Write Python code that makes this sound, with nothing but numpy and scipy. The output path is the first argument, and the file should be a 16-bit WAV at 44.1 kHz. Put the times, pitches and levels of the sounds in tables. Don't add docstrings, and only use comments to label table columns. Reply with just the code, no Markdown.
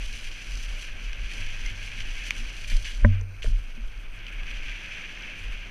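import sys
import numpy as np
from scipy import signal
from scipy.fft import rfft, irfft
from scipy.io import wavfile

SR = 44100
rng = np.random.default_rng(int(sys.argv[2]) if len(sys.argv) > 2 else 0)


def transcribe(signal):
    frames = np.atleast_2d(signal).T
    limited = np.clip(frames, -1, 1)
    pcm = np.round(limited * 32767).astype(np.int16)
    wavfile.write(sys.argv[1], SR, pcm)


N = 251370

# time_s, rolling_db, wetness_db (sizzle re rolling), mount_hum_db
TRAIL = [(0.0, -45.5, -7.5, -53), (0.4, -46, -8.5, -53), (0.88, -45, -8, -56), (0.96, -45.5, -12.5, -52.5),
         (1.45, -42, -10.5, -51.5), (2.25, -42.5, -9.5, -55), (2.55, -44.5, -7, -52.5),
         (2.8, -48.5, -6, -52), (2.97, -47.5, -4.5, -55), (3.06, -50, -10, -42), (3.16, -46.5, -17.5, -52),
         (3.23, -56, -12, -56), (3.6, -53.5, -8, -65), (4.12, -51, -15, -55), (4.24, -45, -18, -61),
         (4.5, -42.5, -14, -56), (5.02, -40.5, -15, -58), (5.7, -43, -14.5, -57)]
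# centre_s, extra_wetness_db, half_width_s
PUDDLES = [(.06, 4.5, 0.018), (.2, 4, 0.083), (.57, 4, 0.099), (.8, 2, 0.052), (1.04, 4, 0.029),
           (1.36, 4, 0.047), (1.53, 1, 0.034), (1.63, 1.5, 0.033), (1.85, 4, 0.024), (2.0, 1, 0.025),
           (2.16, 1, 0.027), (2.27, 5.5, 0.017), (2.38, 4.5, 0.021), (2.6, 1, .03), (2.74, 6, 0.02),
           (2.81, 3.5, 0.057), (2.89, 2.5, 0.016), (3.47, 10.5, 0.035)]
# pitch_hz, width_hz, level_db
CASE_LOW = [(1600, 158, -3), (1952, 690, -1.5), (2180, 390, 3.5), (2568, 303, 1)]
CASE_EDGE = [(2786, 175, 1.5), (3220, 460, -4.5)]
CASE_MID = [(3830, 330, -4.5), (4750, 710, 3.5), (4845, 246, 6), (6000, 476, 2.5)]
CASE_TOP = [(7160, 410, 5), (8800, 790, 2.5), (9910, 430, 3), (11000, 660, -0.5), (13000, 2500, -8)]
# start_s, dull_db, bright_db
STONES = [(0.128, -47, -36), (0.176, -31, -45), (0.519, -31, -40), (0.5545, -50, -36), (0.574, -35, -35),
          (1.131, -20, -36.5), (1.661, -33, -33), (2.0046, -20, -38), (2.1665, -35, -47),
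          (2.3066, -16, -35), (2.6447, -22, -47), (2.6995, -21, -35), (2.7668, -28, -31.5),
          (2.825, -46, -42), (3.1592, -41, -53), (3.2122, -54, -58), (3.366, -36, -53), (3.4216, -23, -46),
          (3.754, -40, -50), (3.9764, -85, -50), (4.19, -37, -47), (4.2675, -33, -43), (4.2825, -27, -45),
          (4.433, -26, -47), (4.4674, -38, -45), (4.5118, -22.5, -41), (4.6828, -24, -43),
          (4.6957, -25, -41), (5.223, -53, -38), (5.384, -53, -53)]
# start_s, level_db,
# pitch_hz, t60_s
PINGS = [(1.6611, -27, 2110, 0.048), (1.663, -32, 6100, .012), (2.3076, -9.5, 2370, 0.0058),
         (2.3067, -21.5, 6000, 0.0045), (2.307, -40, 12650, 0.0066), (2.645, -28.5, 2420, 0.034),
         (2.7665, -36, 6070, 0.0068), (2.8456, -27, 3080, 0.013), (3.2120, -45.5, 450, 0.13),
         (3.212, -38, 6100, 0.0067), (3.4304, -26.5, 2800, 0.013), (3.4430, -39.5, 8150, 0.0064),
         (3.4440, -30.5, 450, 0.036), (3.4460, -38, 623, .06), (3.461, -30.5, 1600, 0.01),
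         (3.776, -42, 223.7, 0.18), (4.2664, -27.5, 2980, 0.011)]
SLAP_S = [
    2.672,
    2.698,
    2.845,
    3.421,
]
# low_db, mid_db, top_db, fade_s
SLAPS = [
    (-25, -32, -42, 0.021),
    (-20, -34, -47, 0.044),
    (-19, -31.5, -50.5, 0.05),
    (-23.5, -35, -52, 0.039),
]
# pitch_hz, level_db, t60_s
MOUNT_MODES = [(95.86, -0.5, 0.59), (226.5, -1.5, 0.17), (287, -6.5, 0.035), (470, -15, 0.015),
               (585, -0.5, 0.042), (810, -24, 0.027), (1013, -7.5, 0.037), (1220, -17, 0.017),
               (1570, 4, 0.012), (1880, 6, 0.015), (2130, -12, 0.01)]
# start_s, level_db, hardness_db_per_octave
KNOCKS = [(1.394, -36.5, -5), (1.71, -35.5, -13), (1.986, -39.5, -25), (2.717, -36.5, -2.5),
          (3.046, -43, 4), (3.0478, -10.5, -1.5), (3.212, -69, 4.5), (3.443, -47.5, 1), (3.471, -29.5, -7),
          (4.173, -45, -11), (4.259, -49.5, -2.5), (5.401, -47.5, -14)]
# centre_s, level_db, pitch_hz, swings, lean_half_turns (0 crest, 1 trough)
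JOLTS = [
    (2.755, -11, 25.1, 1.96, 0.046),
    (3.046, -8, 35.7, 2, 0.48),
    (3.478, -12.5, 25.6, 1.5, 0.038),
    (3.537, -14.5, 32.7, 2.9, 1),
]
# centre_s, level_db, half_width_s
GUSTS = [(.05, -28.5, 0.05), (.14, -32.5, 0.02), (.28, -32.5, .05), (.55, -27.5, 0.052),
         (.71, -29.5, 0.068), (.93, -33, 0.052), (1.09, -29, 0.048), (1.23, -26, 0.047),
         (1.46, -28.5, 0.081), (1.66, -26.5, 0.053), (1.83, -36, 0.072), (2.08, -29.5, 0.096),
         (2.24, -35.5, 0.065), (2.43, -28.5, 0.051), (2.58, -38.5, 0.037), (2.76, -27.5, 0.087),
         (2.93, -34.5, 0.092), (3.068, -21.5, 0.076), (3.22, -30, 0.021), (3.52, -21.5, 0.065),
         (3.68, -34, 0.12), (3.85, -28, .04), (3.98, -30.5, 0.016), (4.09, -34, 0.048),
         (4.23, -38.5, 0.032), (4.41, -29.5, 0.055), (4.58, -32, 0.076), (4.7, -32.5, 0.045),
         (5.5, -28.5, 0.05), (5.62, -40, 0.07)]
# pitch_hz, density_db
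RUSH_SPECTRUM = [(45, 4), (72, 5.5), (130, 6), (250, 2), (400, -2), (600, -2.5), (850, -6.5), (1200, -3.5),
                 (1600, 3.5)]
# start_s, level_db
SWISHES = [(3.5743, -58), (3.6252, -61), (3.7494, -64), (3.8594, -60), (3.9928, -59), (4.1111, -61),
           (4.1495, -56), (4.2682, -59), (4.3194, -58), (4.3595, -69), (4.4294, -62), (4.4977, -57),
           (4.5945, -83), (4.6638, -66), (4.7671, -64), (4.8294, -72), (4.9594, -73), (5.0894, -69),
           (5.1594, -96), (5.223, -75), (5.2994, -77), (5.3847, -54), (5.4306, -56), (5.5134, -56),
           (5.6745, -83)]
# pitch_hz, rms_db
WHINE = [(8781, -76), (11659, -93), (11688, -88), (11718, -83), (14625, -79), (14655, -89)]
# pitch_hz, density_db
HISS_SPECTRUM = [(3820, -59), (6500, -12), (9050, -6), (9590, 7), (13900, 4), (15200, 8), (15500, -45)]

CRUNCH_DB, CRUNCH_PER_WET, SPRAY_DB, SPRAY_PER_WET = 0.32, 0.47, -7.5, 1.405
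TAKE_OFF_S, LANDING_S, LIFT_S, AIRBORNE_CRUNCH_DB = 3.2, 3.42, 0.03, -8
STONE_TOP_DB, STONE_TOP_PER_WET = -4, 1.6
SCUFF_DECAY_S, SLAP_RISE_S = 0.00057, 0.0058
LULL_DB, HUM_PER_GUST = -42, 0.1
RUSH_DB, RUSH_PER_ROLL = -53, 0.41
HISS_DB = -81.5


def from_db(db):
    return 10 ** (np.asarray(db) / 20)


def rms_one(x):
    return x / np.sqrt(np.mean(x ** 2) + 1e-20)


def in_time(rows):
    time_s, *columns = np.transpose(rows)
    return [np.interp(np.arange(N) / SR, time_s, column) for column in columns]


def bells(rows):
    centre_s, _, half_width_s = np.transpose(rows)
    t = np.arange(0, N, 20)[:, None] / SR
    return np.exp(-0.5 * ((t - centre_s) / half_width_s) ** 2)


def spread(slow):
    return np.interp(np.arange(N), np.arange(0, N, 20), slow)


def drift(rate_hz):
    r = np.exp(-80 * np.pi * rate_hz / SR)
    noise = rng.standard_normal(N // 40 + 2002)
    slow = signal.lfilter([1], [1, -2 * r, r * r], noise)[2000:]
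    return np.interp(np.arange(N) / 40, np.arange(len(slow)), rms_one(slow))


def ring(clicks, hz, t60_s):
    r, w = from_db(-60 / (t60_s * SR)), 2 * np.pi * hz / SR
    return signal.lfilter([0, np.sin(w)], [1, -2 * r * np.cos(w), r * r], clicks + 1e-18)


def resonate(x, modes):
    out = 0
    for k, (hz, width_hz, db) in enumerate(modes):
        r = np.exp(-np.pi * width_hz / SR)
        top = (1 - r * r) / 2 * from_db(db) * (-1) ** k
        w = 2 * np.pi * hz / SR
        out = out + signal.lfilter([top, 0, -top], [1, -2 * r * np.cos(w), r * r], x)
    return out


def steep(x, low_hz, high_hz):
    band = [low_hz, min(high_hz, 0.45 * SR)]
    return signal.sosfilt(signal.butter(2, band, "band", fs=SR, output="sos"), x)


def coloured(spectrum):
    hz = np.maximum(np.fft.rfftfreq(N, 1 / SR), 1)
    point_hz, point_db = np.transpose(spectrum)
    db = np.interp(np.log(hz), np.log(point_hz), point_db, left=-80, right=-80)
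    return rms_one(irfft(rfft(rng.standard_normal(N)) * from_db(db), N))


def evened(x, top_hz):
    swing = signal.hilbert(x)
    flat = (swing / np.abs(swing) ** 0.8).real
    return rms_one(signal.sosfiltfilt(signal.butter(3, top_hz, fs=SR, output="sos"), flat))


def case(low, edge, mid, top):
    return (steep(resonate(low, CASE_LOW), 730, 2800),
            -steep(resonate(edge, CASE_EDGE), 2660, 4140),
            steep(resonate(mid, CASE_MID), 3200, 6170),
            steep(resonate(top, CASE_TOP), 5500, 13000))


def grit(per_s, spread_db, clump_db):
    sizes = from_db(spread_db * np.minimum(rng.exponential(1, N), 5)) * rng.choice([-1, 1], N)
    chance = per_s * from_db(clump_db * drift(25)) / SR
    return rms_one(sizes * (rng.random(N) < chance))


def tyres():
    rolling_db, wet_db, _ = in_time(TRAIL)
    wet_db = wet_db + spread(bells(PUDDLES) @ np.array(PUDDLES)[:, 1])
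    t = np.arange(N) / SR
    airborne = np.clip((t - TAKE_OFF_S) / LIFT_S, 0, 1) * (t < LANDING_S)
    crunch_db = CRUNCH_DB + CRUNCH_PER_WET * wet_db + AIRBORNE_CRUNCH_DB * airborne + 0.38 * drift(17)
    spray_db = SPRAY_DB + SPRAY_PER_WET * wet_db

    big_grains = grit(1200, spread_db=3.5, clump_db=4.0)
    air_level = from_db(2.3 * drift(22))
    drives = []
    for big, small in ((0.43, 0.87), (0.86, 0.91), (1.0, 1.0), (1.0, 0.48)):
        small_grains = grit(2500, spread_db=3.0, clump_db=4.0)
        air = air_level * rng.standard_normal(N)
        drives.append(big * big_grains + small * small_grains + air)
    low, edge, mid, top = map(rms_one, case(*drives))
    groups = low + from_db(crunch_db) * edge + from_db(wet_db) * mid + from_db(spray_db) * top
    return from_db(rolling_db + 0.43 * drift(17.4)) * groups


def through_case(dull, bright, top):
    return sum(case(dull + 1e-18, dull + 1e-18, bright + 1e-18, top + 1e-18))


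def stones():
    t = np.arange(200) / SR
    drives = np.zeros((3, N + len(t)))
    wet_db = in_time(TRAIL)[1]
    for start_s, dull_db, bright_db in STONES:
        i = round(start_s * SR)
        scuff = rng.standard_normal(len(t)) * 0.08 * np.exp(-t / SCUFF_DECAY_S)
        top_db = bright_db + STONE_TOP_DB + STONE_TOP_PER_WET * wet_db[i]
        group_db = np.array([dull_db - 1, bright_db + 4, top_db + 3])
        drives[:, i:i + len(t)] += from_db(group_db)[:, None] * rms_one(scuff + (t == 0))
    dull, bright, top = drives[:, :N]
    return through_case(dull, steep(bright, 3300, 5960), top)


def slaps():
    drives, mud = np.zeros((3, N)), rng.standard_normal(N)
    for start_s, (*group_db, fade_s) in zip(SLAP_S, SLAPS):
        since_s = np.arange(N) / SR - start_s
        swell = np.clip(since_s / SLAP_RISE_S, 0, 1) * np.exp(-np.abs(since_s) / fade_s)
        drives += from_db(group_db)[:, None] * mud * swell
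    return through_case(*drives)


def pings():
    out = np.zeros(N)
    for start_s, db, hz, t60_s in PINGS:
        click = np.arange(N) == round(start_s * SR)
        out += from_db(db) * steep(ring(click, hz, t60_s), hz / 2, hz * 2)
    return out


def mount_knocks():
    start_s, level_db, hardness_db = np.transpose(KNOCKS)
    at, out = np.round(start_s * SR).astype(int), np.zeros(N)
    for hz, mode_db, t60_s in MOUNT_MODES:
        scatter_db = 0.4 * rng.standard_normal(len(at))
        clicks = np.zeros(N)
        clicks[at] = -from_db(level_db + mode_db + hardness_db * np.log2(hz / 100) + scatter_db)
        if hz > 800:
            clicks += 0.11 * np.roll(clicks, round(0.00443 * SR))
        out += ring(clicks, hz, t60_s)
    return signal.sosfilt(signal.butter(10, 2200, fs=SR, output="sos"), out)


def mount_hum(gust_db):
    bumps_db = in_time(TRAIL)[2]
    hum_db = bumps_db + HUM_PER_GUST * (gust_db - gust_db.mean()) + 2.4 * drift(5)
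    trail = rng.standard_normal(N)
    hum = evened(steep(ring(trail, 97.7, 0.44), 52.0, 147), top_hz=125)
    hum += from_db(-9.5) * rms_one(ring(trail, 229.3, 0.48))
    hum += from_db(-17.0) * rms_one(ring(trail, 600.4, 0.49))
    return from_db(hum_db - 0.5) * hum


def gusts():
    gust_power = from_db(2 * np.array(GUSTS)[:, 1])
    power = from_db(2 * LULL_DB) + bells(GUSTS) ** 2 @ gust_power
    return spread(10 * np.log10(power))


def heave(gust_db):
    swings = coloured([(10, -8), (18, -0.5), (29, -2), (41, 0.5), (52, -23)])
    even = evened(swings, top_hz=51)
    t, jolts, calm = np.arange(N) / SR, np.zeros(N), np.ones(N)
    for centre_s, db, hz, swing_count, lean in JOLTS:
        bell = np.exp(-0.5 * ((t - centre_s) * hz * 3.77 / swing_count) ** 2)
        jolts += from_db(db) * bell * np.cos(2 * np.pi * hz * (t - centre_s) + np.pi * lean)
        calm *= 1 - 0.9 * np.sqrt(bell)
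    return jolts + from_db(np.minimum(gust_db, -20)) * calm * even


def rush():
    rolling_db = in_time(TRAIL)[0]
    rush_db = RUSH_DB + RUSH_PER_ROLL * (rolling_db - rolling_db.mean()) + 1.0 * drift(13)
    return from_db(rush_db) * coloured(RUSH_SPECTRUM)


def swishes():
    t, swell = np.arange(N) / SR, np.zeros(N)
    for start_s, db in SWISHES:
        swell += from_db(db - 8) * np.exp(-0.5 * ((t - start_s - 0.012) / 0.014) ** 2)
    return swell * rms_one(steep(rng.standard_normal(N), 4000, 11000))


def electronics():
    t, tones = np.arange(N) / SR, np.zeros(N)
    for hz, rms_db in WHINE:
        tones += np.sqrt(2) * from_db(rms_db) * np.sin(2 * np.pi * hz * t + 0.25 * drift(3))
    return tones + from_db(HISS_DB) * coloured(HISS_SPECTRUM)


def scene():
    gust_db = gusts()
    bike = tyres() + stones() + slaps() + pings()
    helmet = mount_knocks() + mount_hum(gust_db)
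    wind = heave(gust_db) + rush()
    return (bike + helmet + wind + swishes() + electronics())[None]


def roll_off(x):
    return signal.sosfilt(signal.butter(12, 16130, fs=SR, output="sos"), x)


def record(dry):
    rounded = 1.5 * np.tanh(dry / 1.5)
    mix = signal.sosfilt(signal.cheby2(14, 60, 15600, fs=SR, output="sos"), rounded)
    return roll_off(mix)


dry = scene()
out = record(dry)
transcribe(out)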